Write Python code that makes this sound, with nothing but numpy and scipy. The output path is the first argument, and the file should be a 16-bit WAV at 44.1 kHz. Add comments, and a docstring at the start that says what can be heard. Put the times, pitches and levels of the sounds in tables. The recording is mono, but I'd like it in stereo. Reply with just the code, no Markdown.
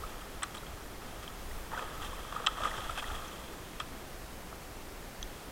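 """On the water beside a plastic kayak, a hooked fish thrashes at the surface. Its tail slaps churn up
ringing bubbles and throw spray that patters back down. Rod and landing net knock and tick against the boat,
and the hull rings and bumps. All is heard from a head camera in a closed waterproof case, which muffles
the scene, rings at its own pitches and leaves the microphone's hiss and a low rumble exposed."""
import sys
import numpy as np
from scipy import signal
from scipy.fft import rfft, irfft
from scipy.io import wavfile

SR = 44100
rng = np.random.default_rng(int(sys.argv[2]) if len(sys.argv) > 2 else 0)


def master(y):
    """Save y as 16-bit WAV."""
    cut = np.clip(np.atleast_2d(y).T, -1, 1)
    pcm = np.round(cut * 32767)  # scale
    wavfile.write(sys.argv[1], SR, pcm.astype(np.int16))


N = 242991

# bouts of thrashing: (time [s], churn level [dB], spray level [dB], length [s])
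THRASH_BOUTS = [(-0.02, -53, -60, 0.15), (0.497, -57.5, -64, 0.18), (0.995, -55, -60, .27),
                (1.474, -54.5, -66, .05), (1.714, -43.5, -54, 0.093), (1.986, -49.5, -55.5, 0.21),
                (2.32, -43.5, -55.5, 0.13), (2.557, -43, -48.5, 0.2), (3.035, -45.5, -52.5, 0.081),
                (3.897, -57, -66, .04), (5.25, -62, -63, 0.28)]
# tail slaps and plunges: (time [s], relative churn level [dB], relative spray level [dB], length [s])
TAIL_SLAPS = [(0.02, -49, -67, 0.012), (0.088, -52, -52, 0.013), (0.205, -46, -51, .018),
              (0.504, -62, -48, .012), (0.542, -61, -40, 0.013), (0.568, -55, -43, 0.0083),
              (1.225, -47, -45, 0.015), (1.707, -40, -54, 0.028), (1.771, -40, -47, 0.024),
              (1.82, -40, -53, .008), (2.015, -41, -45, 0.019), (2.038, -50, -41.5, 0.023),
              (2.322, -32.5, -45, 0.006), (2.353, -50, -54, 0.007), (2.363, -42, -50, .004),
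              (2.6, -51, -65, 0.0089), (2.63, -38, -43, 0.02), (2.643, -35, -45, 0.029),
              (2.778, -43, -48, 0.012), (2.893, -39, -48, .006), (2.906, -55, -45, 0.0063),
              (2.973, -37, -35.5, 0.0078), (2.982, -39, -36, 0.013), (3.018, -41, -49, 0.016),
              (3.141, -45, -47, .02), (4.508, -46, -66, .03)]
# large air pockets closing: (time [s], pitch [Hz], peak [dB])
AIR_POCKETS = [(0.036, 1190, -35.5), (0.632, 1270, -43), (1.299, 1210, -42), (1.512, 1820, -42),
               (1.733, 850, -34), (1.747, 1760, -35), (1.776, 1400, -28.5), (1.792, 970, -33),
               (2.131, 1040, -36), (2.363, 1150, -27), (2.402, 465, -40), (2.443, 1260, -34),
               (2.603, 606, -34), (2.634, 1240, -33), (2.647, 1830, -35), (2.654, 1146, -24),
               (2.713, 1770, -33), (2.728, 1140, -35), (2.781, 1460, -36), (2.792, 514, -39.5),
               (2.895, 1220, -28.5), (2.920, 1250, -37), (2.975, 790, -38), (2.981, 1460, -33),
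               (3.041, 1770, -34), (3.100, 1290, -33),]
# single large drops landing close by: (time [s], pitch [Hz], peak [dB])
CLOSE_DRIPS = [(0.213, 2930, -46), (1.794, 2530, -34), (2.029, 2950, -39), (2.637, 3350, -30),
               (2.909, 7900, -42), (2.977, 2620, -34), (2.986, 3150, -35), (2.997, 2550, -32.5),
               (2.9985, 3220, -36), (3.006, 3300, -37), (3.281, 6130, -42)]
# tackle hitting the boat: (time [s], low peak [dB], middle peak [dB], high peak [dB], scuff decay [s])
TACKLE_KNOCKS = [(0.4217, -30, -39, -58, 0.014), (0.4318, -28, -30, -35, 0.0025),
                 (0.4327, -25.5, -41, -32, 0.002), (0.438, -29, -38, -47, 0.0022),
                 (0.549, -41, -48, -53, 0.0045), (0.577, -55, -47, -46, .0035),
                 (1.241, -54, -53, -43, .003), (2.4639, -31, -19.5, -26.5, 0.0033),
                 (2.4677, -24, -15, -32, 0.0016), (2.4703, -15.5, -13.5, -22.5, 0.00049),
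                 (2.476, -26, -34, -46, .001), (3.7998, -32, -31, -32.5, 0.003),
                 (3.802, -29, -31, -44, 0.012), (5.227, -42, -46, -58, .0009)]
# low, middle and high register of a knock: (lower edge [Hz], upper edge [Hz])
KNOCK_REGISTERS = [(760, 2380), (2650, 4600), (4700, 8200)]
# small hard parts of rod and net ticking: (time [s], pitch [Hz], level [dB], 60 dB decay time [s])
TACKLE_TICKS = [(0.4314, 8120, -23, .007), (0.4362, 1950, -35, .012), (0.4370, 6050, -40, .012),
                (0.4385, 4020, -37, .018), (0.558, 8100, -42, .008), (0.5805, 3850, -39, .012),
                (0.6665, 3250, -42, .014), (1.2780, 3200, -34, .014), (5.2275, 6170, -32, .007),
                (5.2279, 3750, -30, .006), (5.2285, 3350, -32, .014)]
# hollow ring of the hull after the harder knocks: (time [s], pitch [Hz], peak [dB])
HULL_RINGS = [(0.4322, 1153, -28), (2.4808, 1294, -25.5), (3.803, 1230, -33.5)]
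# soft low bumps as the boat is rocked: (time [s], pitch [Hz], peak [dB])
HULL_BUMPS = [(0.732, 103, -40.5), (2.616, 75, -39), (2.780, 93, -40), (2.892, 94, -39), (3.114, 88, -38)]
# resonances of the camera case: (pitch [Hz], bandwidth [Hz], gain [dB])
CASE_MODES = [(700, 800, -11), (950, 110, -23), (1130, 190, -11), (1270, 150, 1.5), (1570, 280, -8.5),
              (1890, 230, -6.5), (2570, 300, -9), (3215, 210, 1), (3540, 330, -5), (4050, 140, -11),
              (5120, 400, -20), (6200, 460, -25), (7040, 670, -27), (7870, 240, -19), (8400, 390, -22)]
# tone of the air and microphone hiss: (frequency [Hz], relative level [dB])
HISS_COLOUR = [(53, -38), (90, -4), (107, -2), (141, -1), (294, -2.5), (424, -3), (586, -5.5), (639, -5),
               (983, -7.5), (1550, -11), (1840, -12), (2000, -12.5), (3360, -17.5), (14500, -24.5),
               (15500, -29)]
# tone of the moving case's rumble: (frequency [Hz], relative level [dB])
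RUMBLE_TONE = [(10, -5), (20, 5), (42, -2), (62, -3), (90, -10.5), (140, -42), (250, -39)]
# rumble swells on the larger movements: (time of crest [s], level [dB])
RUMBLE_SWELLS = [(0.0, -44), (1.53, -42.5), (2.06, -44), (2.87, -46), (3.14, -45), (4.25, -49.5),
                 (5.3, -51.5)]


def thrashing_fish():
    """Bouts of thrashing drive churn and spray over quiet lapping; each tail slap adds a quick accent."""
    churn_power, spray_power = from_db(-69) ** 2, 0   # the churn's floor is the lapping between bouts
    for s, churn_db, spray_db, length_s in THRASH_BOUTS:
        churn_power += (from_db(churn_db) * bout(s, length_s, settle_db_per_s=31.5)) ** 2
        spray_power += (from_db(spray_db) * bout(s, length_s, settle_db_per_s=17.5)) ** 2
    churn_gain = np.sqrt(churn_power) * clumps()
    spray_gain = np.sqrt(spray_power) * clumps()
    for s, churn_db, spray_db, length_s in TAIL_SLAPS:
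        age = np.arange(int(4 * length_s * SR)) / (length_s * SR / 2)   # 1 at the crest
        accent = age ** 2 * np.exp(2 * (1 - age)) / 2
        add(churn_gain, s, from_db(churn_db) * accent)
        add(spray_gain, s, from_db(spray_db) * accent)
    return churn_gain * churn() + spray_gain * spray()


def bout(s, length_s, settle_db_per_s, attack_s=0.027):
    """Envelope of one bout: a fast build, a hold to the end of its length, then the water settles."""
    age = np.arange(N) / SR - s
    return np.clip(age / attack_s, 0, 1) * from_db(-settle_db_per_s * np.maximum(age - length_s, 0))


def clumps(spread_db=1):
    """Water falls back in clumps, putting a quick random flutter on the level."""
    flutter = rms_one(band(rng.standard_normal(N), 17.0, 26.2))
    return rms_one(from_db(spread_db * flutter))


def churn():
    """The body of the splash: bubbles and slosh, coloured by the case."""
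    air = bubbles(low_hz=412, high_hz=1910, cycles=15.4, rise=0.2, spread_db=1.2, count=3200)
    slosh = rms_one(band(drops(per_s=2600, spread_db=2.5), 330, 1720, order=4))
    boxy = rms_one(camera_case(air + slosh))
    return rms_one(boxy + from_db(-16.5) * air)   # some bubbling passes the wall uncoloured


def bubbles(low_hz, high_hz, cycles, rise, spread_db, count):
    """Small bubbles ring for some cycles, bending up in pitch as they near the surface."""
    when, pitch, size = rng.random((3, count))
    hz = low_hz * (high_hz / low_hz) ** pitch
    peak_db = spread_db * np.minimum(-np.log(1 - size), 3)
    rows = zip(when * N / SR, hz, peak_db, cycles / hz)
    return rms_one(pings(rows, attack_s=0.00047, rise=rise))


def spray():
    """The top of the splash: bright patter, larger and duller spatter, and mist too fine to hear singly."""
    patter = rms_one(camera_case(band(drops(per_s=700, spread_db=1.5), 1170, 10600, order=3)))
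    spatter = rms_one(camera_case(band(drops(per_s=550, spread_db=3.5), 1830, 2730, order=3)))
    mist = rms_one(band(rng.standard_normal(N), 4040, 9600))
    return patter + from_db(-9.0) * spatter + from_db(-7.5) * mist


def drops(per_s, spread_db):
    """Water lands as random clicks: many small, a few large."""
    sizes = from_db(spread_db * np.minimum(rng.exponential(1, N), 4))
    polarity = rng.choice([-1, 1], N)
    return sizes * polarity * (rng.random(N) < per_s / SR)


def plops(cycles=26):
    """Air pockets close with an upward chirp; the big, low ones ring longest."""
    rows = [(s, hz, peak_db, cycles / hz) for s, hz, peak_db in AIR_POCKETS]
    return pings(rows, attack_s=0.0025, rise=0.32)


def drips(t60_s=0.012):
    """Large drops land close by, each a short, bright plink."""
    return pings([(*drip, t60_s) for drip in CLOSE_DRIPS], attack_s=0.00022, rise=0.03)


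def knocks(scuff_gain=0.069, tail_gain=0.0038, tail_s=0.055):
    """Tackle hits the boat: a click, a short scuff and a faint hull tail set the case ringing."""
    out, t = np.zeros(N), np.arange(SR // 8) / SR
    click = t == 0
    for s, *peaks_db, scuff_s in TACKLE_KNOCKS:
        scuff, tail = rng.standard_normal((2, len(t)))
        force = click + scuff_gain * scuff * np.exp(-t / scuff_s) + tail_gain * tail * np.exp(-t / tail_s)
        ringing = camera_case(force)
        # the hardness of the contact sets the balance of the three registers
        for peak_db, (low_hz, high_hz) in zip(peaks_db, KNOCK_REGISTERS):
            ring = band(ringing, low_hz, high_hz, order=4)
            add(out, s, from_db(peak_db) * ring / np.abs(ring).max())
    return out


def ticks():
    """Small hard parts of rod and net touch with tight, high pings."""
    return band(pings(TACKLE_TICKS, attack_s=0.0005), 1500, 9300, order=6)


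def hull(ring_t60_s=0.036, bump_t60_s=0.063):
    """The plastic hull rings hollow after hard knocks and bumps softly as it rocks."""
    rings = pings([(*ring, ring_t60_s) for ring in HULL_RINGS], attack_s=0.00095)
    bumps = pings([(*bump, bump_t60_s) for bump in HULL_BUMPS], attack_s=0.0045)
    return rings + bumps


def camera_case(x):
    """Sound passes the case wall through parallel resonances of alternating polarity."""
    out = np.zeros(len(x))
    for k, (hz, width_hz, gain_db) in enumerate(CASE_MODES):
        radius = np.exp(-np.pi * width_hz / SR)
        poles = [1, -2 * radius * np.cos(2 * np.pi * hz / SR), radius ** 2]
        ring = (1 - radius ** 2) / 2 * signal.lfilter([1, 0, -1], poles, x + 1e-18)
        out += (-1) ** k * from_db(gain_db) * ring
    return out


def rumble(floor_db=-48.5, swell_s=0.14):
    """A low bed that swells as the case is moved about."""
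    t = np.arange(N) / SR
    swell_power = sum(from_db(db) ** 2 * np.exp(-((t - s) / swell_s) ** 2) for s, db in RUMBLE_SWELLS)
    return np.sqrt(from_db(floor_db) ** 2 + swell_power) * coloured_noise(RUMBLE_TONE)


def hiss(level_db=-47.5):
    """Air and microphone lay an even hiss behind everything."""
    return from_db(level_db) * coloured_noise(HISS_COLOUR)


def pings(rows, attack_s, rise=0):
    """Damped sines, each gliding up by the fraction `rise` while it dies away by 60 dB."""
    out = np.zeros(N)
    for s, hz, peak_db, t60_s in rows:
        t = np.arange(int(t60_s * SR) + 2) / SR
        envelope = (1 - np.exp(-t / attack_s)) * from_db(-60 * t / t60_s)
        tone = np.sin(2 * np.pi * hz * t * (1 + rise * t / t60_s / 2))
        add(out, s, from_db(peak_db) * tone * envelope / envelope.max())
    return out


def coloured_noise(spectrum):
    """Steady noise shaped by an EQ curve; rms 1."""
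    hz, level_db = np.transpose(spectrum)
    bins_hz = np.maximum(np.arange(N // 2 + 1) * SR / N, 1)
    gain = from_db(np.interp(np.log(bins_hz), np.log(hz), level_db))
    return rms_one(irfft(rfft(rng.standard_normal(N)) * gain, N))


def band(x, low_hz, high_hz, order=2):
    """Band-pass filter."""
    sections = signal.butter(order, [low_hz, high_hz], "band", fs=SR, output="sos")
    return signal.sosfilt(sections, x + 1e-18)


def add(track, s, sound):
    """Mix a short sound into a track at time s."""
    start = int(np.clip(s * SR, 0, N - 1))
    track[start:start + len(sound)] += sound[:N - start]


def from_db(db):
    """Decibels to gain."""
    return 10 ** (np.asarray(db) / 20)


def rms_one(x):
    """Scale to unit rms."""
    return x / np.sqrt(np.mean(x ** 2) + 1e-20)


def scene():
    """Water, tackle and boat over the noise bed; one microphone feeds both channels."""
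    water = thrashing_fish() + plops() + drips()
    mono = water + knocks() + ticks() + hull() + hiss() + rumble()
    return np.stack([mono, mono])


def record(dry):
    """A steep high cut takes off the very top."""
    cutoff_hz = 15850
    return signal.sosfilt(signal.ellip(12, .1, 80, cutoff_hz, fs=SR, output="sos"), dry)


dry = scene()
out = record(dry)
master(out)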